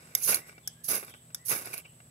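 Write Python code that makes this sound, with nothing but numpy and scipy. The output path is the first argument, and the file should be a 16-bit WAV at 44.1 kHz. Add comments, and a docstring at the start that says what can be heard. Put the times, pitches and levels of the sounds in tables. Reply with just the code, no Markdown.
"""The back of a knife scrapes hard down a fire-starting rod three times, close by, in a wood.
Each stroke is a metal tap as the blade lands, a bright rasp as it tears off grit, and the sputter
of burning shavings. The edge snags and squeaks on the way, and stray sparks pop afterwards.
Far off, birds whistle, insects shrill and a low hum drones."""
import sys
import numpy as np
from scipy import signal
from scipy.fft import rfft, irfft, next_fast_len
from scipy.io import wavfile

SR = 44100
rng = np.random.default_rng(int(sys.argv[2]) if len(sys.argv) > 2 else 0)


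def store_wav(level_fs):
    """Save 16-bit WAV to argv[1]."""
    pcm = np.round(np.clip(np.atleast_2d(level_fs), -1, 1) * 32767)
    wavfile.write(sys.argv[1], SR, pcm.T.astype(np.int16))


N = 92610
TIME = np.arange(N) / SR
PADDED = next_fast_len(N + SR // 4, True)   # spare room for filters to ring out
HZ = np.arange(PADDED // 2 + 1) * SR / PADDED
BASS_HZ = 690   # below this, left and right move nearly in step


def from_db(db):
    """Turn decibels into a number to multiply by."""
    return 10 ** (np.asarray(db) / 20)


def unit_power(x):
    """Scale a signal to an average power of 1."""
    return x / np.sqrt(np.mean(x ** 2) + 1e-20)


def curve(points):
    """Join (frequency, value) points into a line over all pitches."""
    hz, value = np.transpose(points)
    return np.interp(np.log(HZ + 1), np.log(hz), value)


def colour(x, gain):
    """Turn each frequency up or down, with no ringing ahead of a click (minimum phase)."""
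    cepstrum = irfft(np.log(gain + 1e-9), PADDED)
    cepstrum[1:PADDED // 2] *= 2
    cepstrum[PADDED // 2 + 1:] = 0
    return irfft(rfft(x, PADDED) * np.exp(rfft(cepstrum)), PADDED)[..., :N]


def shaped(x, tone):
    """Give plain noise or clicks a tone colour, keeping their power."""
    return colour(x, unit_power(from_db(curve(tone))))


def passed(x, hz, kind):
    """Keep the "low" or the "high" side of a frequency."""
    return signal.sosfilt(signal.butter(2, hz, kind, fs=SR, output="sos"), x)


def drift(rate_hz):
    """A smooth random wobble, about 1 in size."""
    smoothed = rfft(rng.standard_normal(PADDED)) / (1 + (HZ / rate_hz) ** 2)
    return unit_power(irfft(smoothed, PADDED)[:N])


def wavering_tone(hz, width_hz):
    """A tone whose strength and pitch wander."""
    phase = 2 * np.pi * hz * TIME
    return drift(width_hz) * np.sin(phase) + drift(width_hz) * np.cos(phase)


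def ring(x, hz, fade_s):
    """One note of struck metal, dying away by 60 dB in fade_s."""
    keep = from_db(-60 / (fade_s * SR))
    step = 2 * np.pi * hz / SR
    return signal.lfilter([0, np.sin(step)], [1, -2 * keep * np.cos(step), keep * keep], x + 1e-18)


def grains(per_s, spread_db):
    """Tiny random cracks, a few much louder than the rest."""
    sizes = from_db(spread_db * np.minimum(rng.exponential(1, N), 4.5))
    signs = rng.choice([-1, 1], N)
    happens = rng.random(N) < per_s / SR
    return unit_power(sizes * signs * happens)


def snap(start, db, decay_s, tail_db, per_s):
    """A sharp click, then a fading crackle of tiny contacts."""
    fade = (TIME >= start) * np.exp(-np.abs(TIME - start) / decay_s)
    sound = from_db(tail_db) * fade * grains(per_s, spread_db=2.5)
    sound[int(start * SR)] = 1
    return from_db(db) * sound


def echoes(x, fade_s):
    """A wash of reflections, different left and right, dying away by 60 dB in fade_s."""
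    t = TIME[:SR]
    build_up = 1 - np.exp(-t / (0.063 * fade_s))
    tail = rng.standard_normal((2, SR)) * from_db(-60 * t / fade_s) * build_up
    tail /= np.sqrt(np.sum(tail ** 2, axis=1, keepdims=True))
    return signal.fftconvolve(np.atleast_2d(x), tail, axes=1)[:, :N]


def wide(make_noise, apart):
    """Spread a noise out: above the bass, the share `apart` of its power differs left and right."""
    share = apart * (1 - 1 / (1 + (HZ / BASS_HZ) ** 4))
    common, left, right = rfft([make_noise(), make_noise(), make_noise()], PADDED)
    return irfft(np.sqrt(1 - share) * common + np.sqrt(share) * np.array([left, right]), PADDED)[:, :N]


# How much louder the left side is than the right: f/Hz, level/dB
LEFT_OVER_RIGHT = [(380, 1), (720, -9.5), (1200, 12), (2000, -6.5), (2600, 3.5), (3100, 5.5), (3700, 2.5),
                   (4700, 8.5), (5700, 3.5), (7000, 7), (8000, -4), (9000, -5), (11000, -19), (12200, -15),
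                   (14300, -10.5), (15500, -20)]
def microphone(pair, right_lag_s=0.000325):
    """Each side has its own tone colour, and above the bass the right hears a little late."""
    lag = right_lag_s * (1 - 1 / (1 + (HZ / BASS_HZ) ** 8))
    right = irfft(rfft(pair[1], PADDED) * np.exp(-2j * np.pi * HZ * lag), PADDED)
    ratio = from_db(curve(LEFT_OVER_RIGHT))
    right_gain = np.sqrt(2 / (1 + ratio ** 2))
    return np.array([colour(pair[0], ratio * right_gain), colour(right, right_gain)])


# Tone colour of still air: f/Hz, level/dB
AIR_TONE = [(20, -43), (50, -3), (140, 5), (300, -4), (600, -4), (1400, -10.5), (1850, -10), (2400, -12.5),
            (4300, -15.5), (7000, -17.5), (9400, -19.5), (11000, -10.5), (15700, -20)]
def air(level_db=-61.5):
    """Still air makes a faint, even hiss."""
    hiss = wide(lambda: rng.standard_normal(N), apart=0.73)
    return from_db(level_db) * microphone(shaped(hiss, AIR_TONE))


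# Notes of the far hum: f/Hz, level/dB
HUM_NOTES = [(80, -72), (118, -64.5), (134, -65.5), (161, -63), (235, -70.5)]
def hum(waver=0.39):
    """Low notes drone far away, each wavering a little."""
    sound = 0
    for hz, db in HUM_NOTES:
        steady = np.sin(2 * np.pi * (hz * TIME + rng.random()))
        sound += from_db(db) * (steady + waver * wavering_tone(hz, width_hz=8))
    return sound


# Tone colour of the insects: f/Hz, level/dB
INSECT_TONE = [(5500, -94), (7100, -18), (7650, -7.5), (8050, 2), (8350, -15.5), (8900, -19), (11000, -36)]
def insects(level_db=-62, flicker_db=2.4):
    """Insects blend into one high, shrill band whose level flickers."""
    loudness = from_db(level_db - flicker_db * drift(rate_hz=37))
    return loudness * shaped(rng.standard_normal((2, N)), INSECT_TONE)


# Bird whistles: t/s, length/s, start f/Hz, middle f/Hz, end f/Hz, level/dB, change to the direct part/dB
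BIRD_NOTES = [(0.371, 0.091, 1832, 2020, 2213, -59, -3), (0.48, 0.085, 2335, 2310, 2272, -64, -2),
              (0.626, 0.048, 3620, 3330, 2900, -57, -9), (0.745, 0.11, 1600, 1670, 1850, -69, -3),
              (1.071, .05, 3850, 3350, 2850, -57, -9), (1.368, 0.088, 1700, 1990, 1940, -66.5, -1),
              (1.828, 0.04, 3200, 2900, 2450, -62, -6)]
def birds(echo_db=0.5):
    """Far birds whistle sliding notes, blurred by echoes from the trees."""
    song, direct = np.zeros(N), np.zeros(N)
    for start, length, start_hz, middle_hz, end_hz, db, direct_db in BIRD_NOTES:
        along = np.clip((TIME - start) / length, 0, 1)
        arc = np.polyfit([0, .5, 1], [start_hz, middle_hz, end_hz], 2)
        pitch = np.polyval(arc, along)
        swell = np.sqrt(2 * np.abs(np.sin(np.pi * along)))
        note = from_db(db) * swell * np.sin(2 * np.pi * np.cumsum(pitch) / SR)
        song += note
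        direct += from_db(direct_db) * note
    return direct + from_db(echo_db) * echoes(song, fade_s=0.39)


# Stray sparks: t/s, level/dB, decay/s
SPARK_POPS = [(0.378, -23, 0.0017), (0.389, -32, 0.0013), (.4175, -34, 0.0014), (.495, -25, 0.00082),
              (0.5282, -36, .001), (0.5798, -33.5, 0.0059), (1.029, -26, 0.011), (1.081, -25.5, 0.0029),
              (1.139, -30.5, 0.0088), (1.304, -34.5, .004), (1.852, -35, 0.011), (2.003, -33, 0.0023)]
def pops():
    """Single shavings flare up with a dry crack, a duller form of the sputter in scrapes()."""
    cracks = sum(snap(*row, tail_db=-15, per_s=1500) for row in SPARK_POPS)
    return passed(shaped(cracks, SPUTTER_TONE), 4000, "low")


# Squeaks of the edge: t/s, length/s, f/Hz, level/dB
EDGE_SQUEAKS = [(0.202, 0.034, 2455, -53), (0.233, 0.0076, 6800, -34.5), (0.32, 0.021, 2400, -33),
                (0.928, 0.09, 2500, -53.5), (1.729, 0.016, 2400, -41), (1.752, 0.061, 2545, -52),
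                (1.848, 0.016, 2515, -51.5)]
def squeaks(roughness=0.092):
    """The edge sticks and slips, making short, rough tones."""
    sound = 0
    for start, length, hz, db in EDGE_SQUEAKS:
        along = np.clip((TIME - start) / length, 0, 1)
        swell = np.sqrt(np.abs(np.sin(np.pi * along)))
        sound += from_db(db) * swell * wavering_tone(hz, width_hz=roughness * hz)
    return sound


# Moments when the edge snags: t/s, level/dB, decay/s
EDGE_SNAGS = [(0.273, -25, 0.0018), (.2915, -5, 0.00093), (.3058, -2, 0.00089), (0.3447, -0.5, 0.003),
              (0.8876, -7.5, 0.00091), (1.0482, -26.5, 0.00094), (1.484, -7.5, 0.00088),
              (1.6578, -18.5, 0.0011), (1.7335, -25, 0.0007), (1.741, -17, 0.0013), (1.7791, -14, 0.00062)]
# Tone colour of a snag: f/Hz, level/dB
SNAG_TONE = [(300, -23), (1100, -6), (2600, -12), (3200, -21), (4200, 1), (6200, -11.5), (8500, -6.5),
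             (10800, 9), (12700, 2.5), (14200, 6), (15700, -35)]
def snags():
    """The edge catches on the rod and breaks free with a bright snap."""
    snaps = sum(snap(*row, tail_db=-14, per_s=9000) for row in EDGE_SNAGS)
    return shaped(snaps, SNAG_TONE)


# The blade lands: t/s, level/dB, treble change/dB, clatter decay/s, rod's lowest note f/Hz, its level/dB
BLADE_TAPS = [(0.1505, -8, 2, 0.0024, 2100, -6), (0.675, -13, -10, 0.0019, 1690, -13),
              (1.3463, -14, -8, 0.0014, 1630, -11)]
# Notes of blade and rod, muffled by the hands: f/Hz, level/dB, time to fade by 60 dB/s
METAL_NOTES = [(723, -19, 0.017), (3460, -9.5, 0.0079), (3680, -9.5, 0.0088), (4630, -9, 0.0074),
               (5500, -1.5, 0.0094), (6370, -2.5, 0.0086), (7910, -8.5, 0.0051), (8700, -2.5, 0.0055),
               (9980, -6, 0.008), (10780, 0.5, 0.0073), (12360, 7, 0.0046), (14100, -12, 0.0084)]
def taps(ring_db=-10, crack_db=-4, rod_fade_s=0.015, treble_hz=9850, treble_span_hz=3000):
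    """Steel clicks onto the rod and both ring briefly; the rod's lowest note shifts with the grip."""
    sound = np.zeros(N)
    for start, db, treble_db, clatter_s, rod_hz, rod_db in BLADE_TAPS:
        contact = snap(start, db, clatter_s, tail_db=-20, per_s=12000)
        sound += from_db(crack_db) * passed(contact, treble_hz, "high")
        notes = sorted(METAL_NOTES + [(rod_hz, rod_db, rod_fade_s)])
        for k, (hz, note_db, fade_s) in enumerate(notes):
            treble_share = np.clip((hz - treble_hz) / treble_span_hz, 0, 1)
            gain = from_db(ring_db + note_db + treble_share * treble_db)
            sound += (-1) ** k * gain * ring(contact, hz, fade_s)   # neighbours swing opposite ways
    return sound


# Loudness along each stroke, one list per stroke: t/s, rasp level/dB, sputter level/dB
STROKE_LEVELS = [
    [(0, -68, -58), (.148, -66.5, -59), (.156, -57, -49), (.18, -34.5, -51), (.195, -43.5, -60.5),
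     (.218, -38, -55), (.24, -27, -57), (.272, -28.5, -47), (.278, -22, -37), (.292, -24, -31.5),
     (.315, -24, -33), (.338, -32, -35.5), (.356, -27, -41), (.365, -36.5, -39.5), (.41, -53, -54),
     (.455, -75, -65), (.478, -53, -54.5), (.54, -83, -62.5)],
    [(.836, -53, -80), (.843, -35.5, -81), (.875, -40.5, -70), (.888, -28, -42), (.916, -25, -35.5),
     (.925, -31, -36.5), (.95, -28.5, -39), (.98, -36, -40), (1.01, -43.5, -50.5), (1.065, -59, -59.5),
     (1.1, -52, -50.5), (1.125, -70, -67), (1.18, -66, -72)],
    [(1.449, -53, -82.5), (1.458, -37.5, -72), (1.48, -35.5, -57), (1.497, -25, -43.5), (1.524, -28, -29),
     (1.545, -33, -36.5), (1.57, -35.5, -41.5), (1.59, -39, -44.5), (1.64, -49.5, -48.5),
     (1.665, -49.5, -45), (1.72, -50.5, -52), (1.74, -34, -42.5), (1.758, -52.5, -50.5),
     (1.785, -43.5, -51), (1.825, -71, -67)],
]
# Tone colour of the burning shavings: f/Hz, level/dB
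SPUTTER_TONE = [(40, -44), (110, -3.5), (260, -3.5), (400, 1.5), (620, 0), (790, 1), (950, 0), (1500, -0.5),
                (1830, -0.5), (2150, -0.5), (2700, -3), (3100, -18), (3450, -16), (3700, -4), (4100, -10.5),
                (5400, -8.5), (6200, -13.5), (9000, -8.5), (16000, -29)]
# Tone colour of steel tearing the rod: f/Hz, level/dB
RASP_TONE = [(1500, -29), (3200, -24.5), (4700, -13), (5400, -14), (5700, -11), (6300, -6), (7500, -20.5),
             (8900, -8), (9500, -11), (9900, -3), (10400, 0), (11000, 2.5), (11600, -1.5), (12200, -6),
             (12700, -1.5), (13800, -5.5), (15700, -11.5)]
def scrapes(rasp_trim_db=-0.5, chatter_db=1.5):
    """The edge tears grit off the rod with an uneven bite; the shavings catch fire and sputter."""
    rasp_gain, sputter_gain = 0, 0
    for stroke in STROKE_LEVELS:
        times, rasp_db, sputter_db = np.transpose(stroke)
        rasp_gain += from_db(np.interp(TIME, times, rasp_db, -np.inf, -np.inf) + rasp_trim_db)
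        sputter_gain += from_db(np.interp(TIME, times, sputter_db, -np.inf, -np.inf))
    bite = from_db(chatter_db * drift(rate_hz=290))
    grit = wide(lambda: grains(per_s=5000, spread_db=3), apart=0.98)
    sparks = wide(lambda: grains(per_s=3800, spread_db=4.5), apart=0.48)
    return shaped(rasp_gain * bite * grit, RASP_TONE) + shaped(sputter_gain * bite * sparks, SPUTTER_TONE)


def scene():
    """Knife and rod close by, quick echoes off the hands and a woodpile, and the wood all around."""
    tap = taps()
    steel = scrapes() + tap + snags() + squeaks() + pops()
    near_echo = from_db(-4) * echoes(passed(steel, 1600, "high"), fade_s=0.021)
    tree_echo = from_db(-38) * echoes(steel, fade_s=0.39)
    tap_echo = from_db(-14) * echoes(passed(tap, 8900, "low"), fade_s=0.15)
    return microphone(steel + near_echo) + tree_echo + tap_echo + birds() + air() + insects() + hum()


def record(dry):
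    """Cut the very highest treble off steeply."""
    return signal.sosfilt(signal.ellip(12, .2, 70, 15750, fs=SR, output="sos"), dry)


dry = scene()
out = record(dry)
store_wav(out)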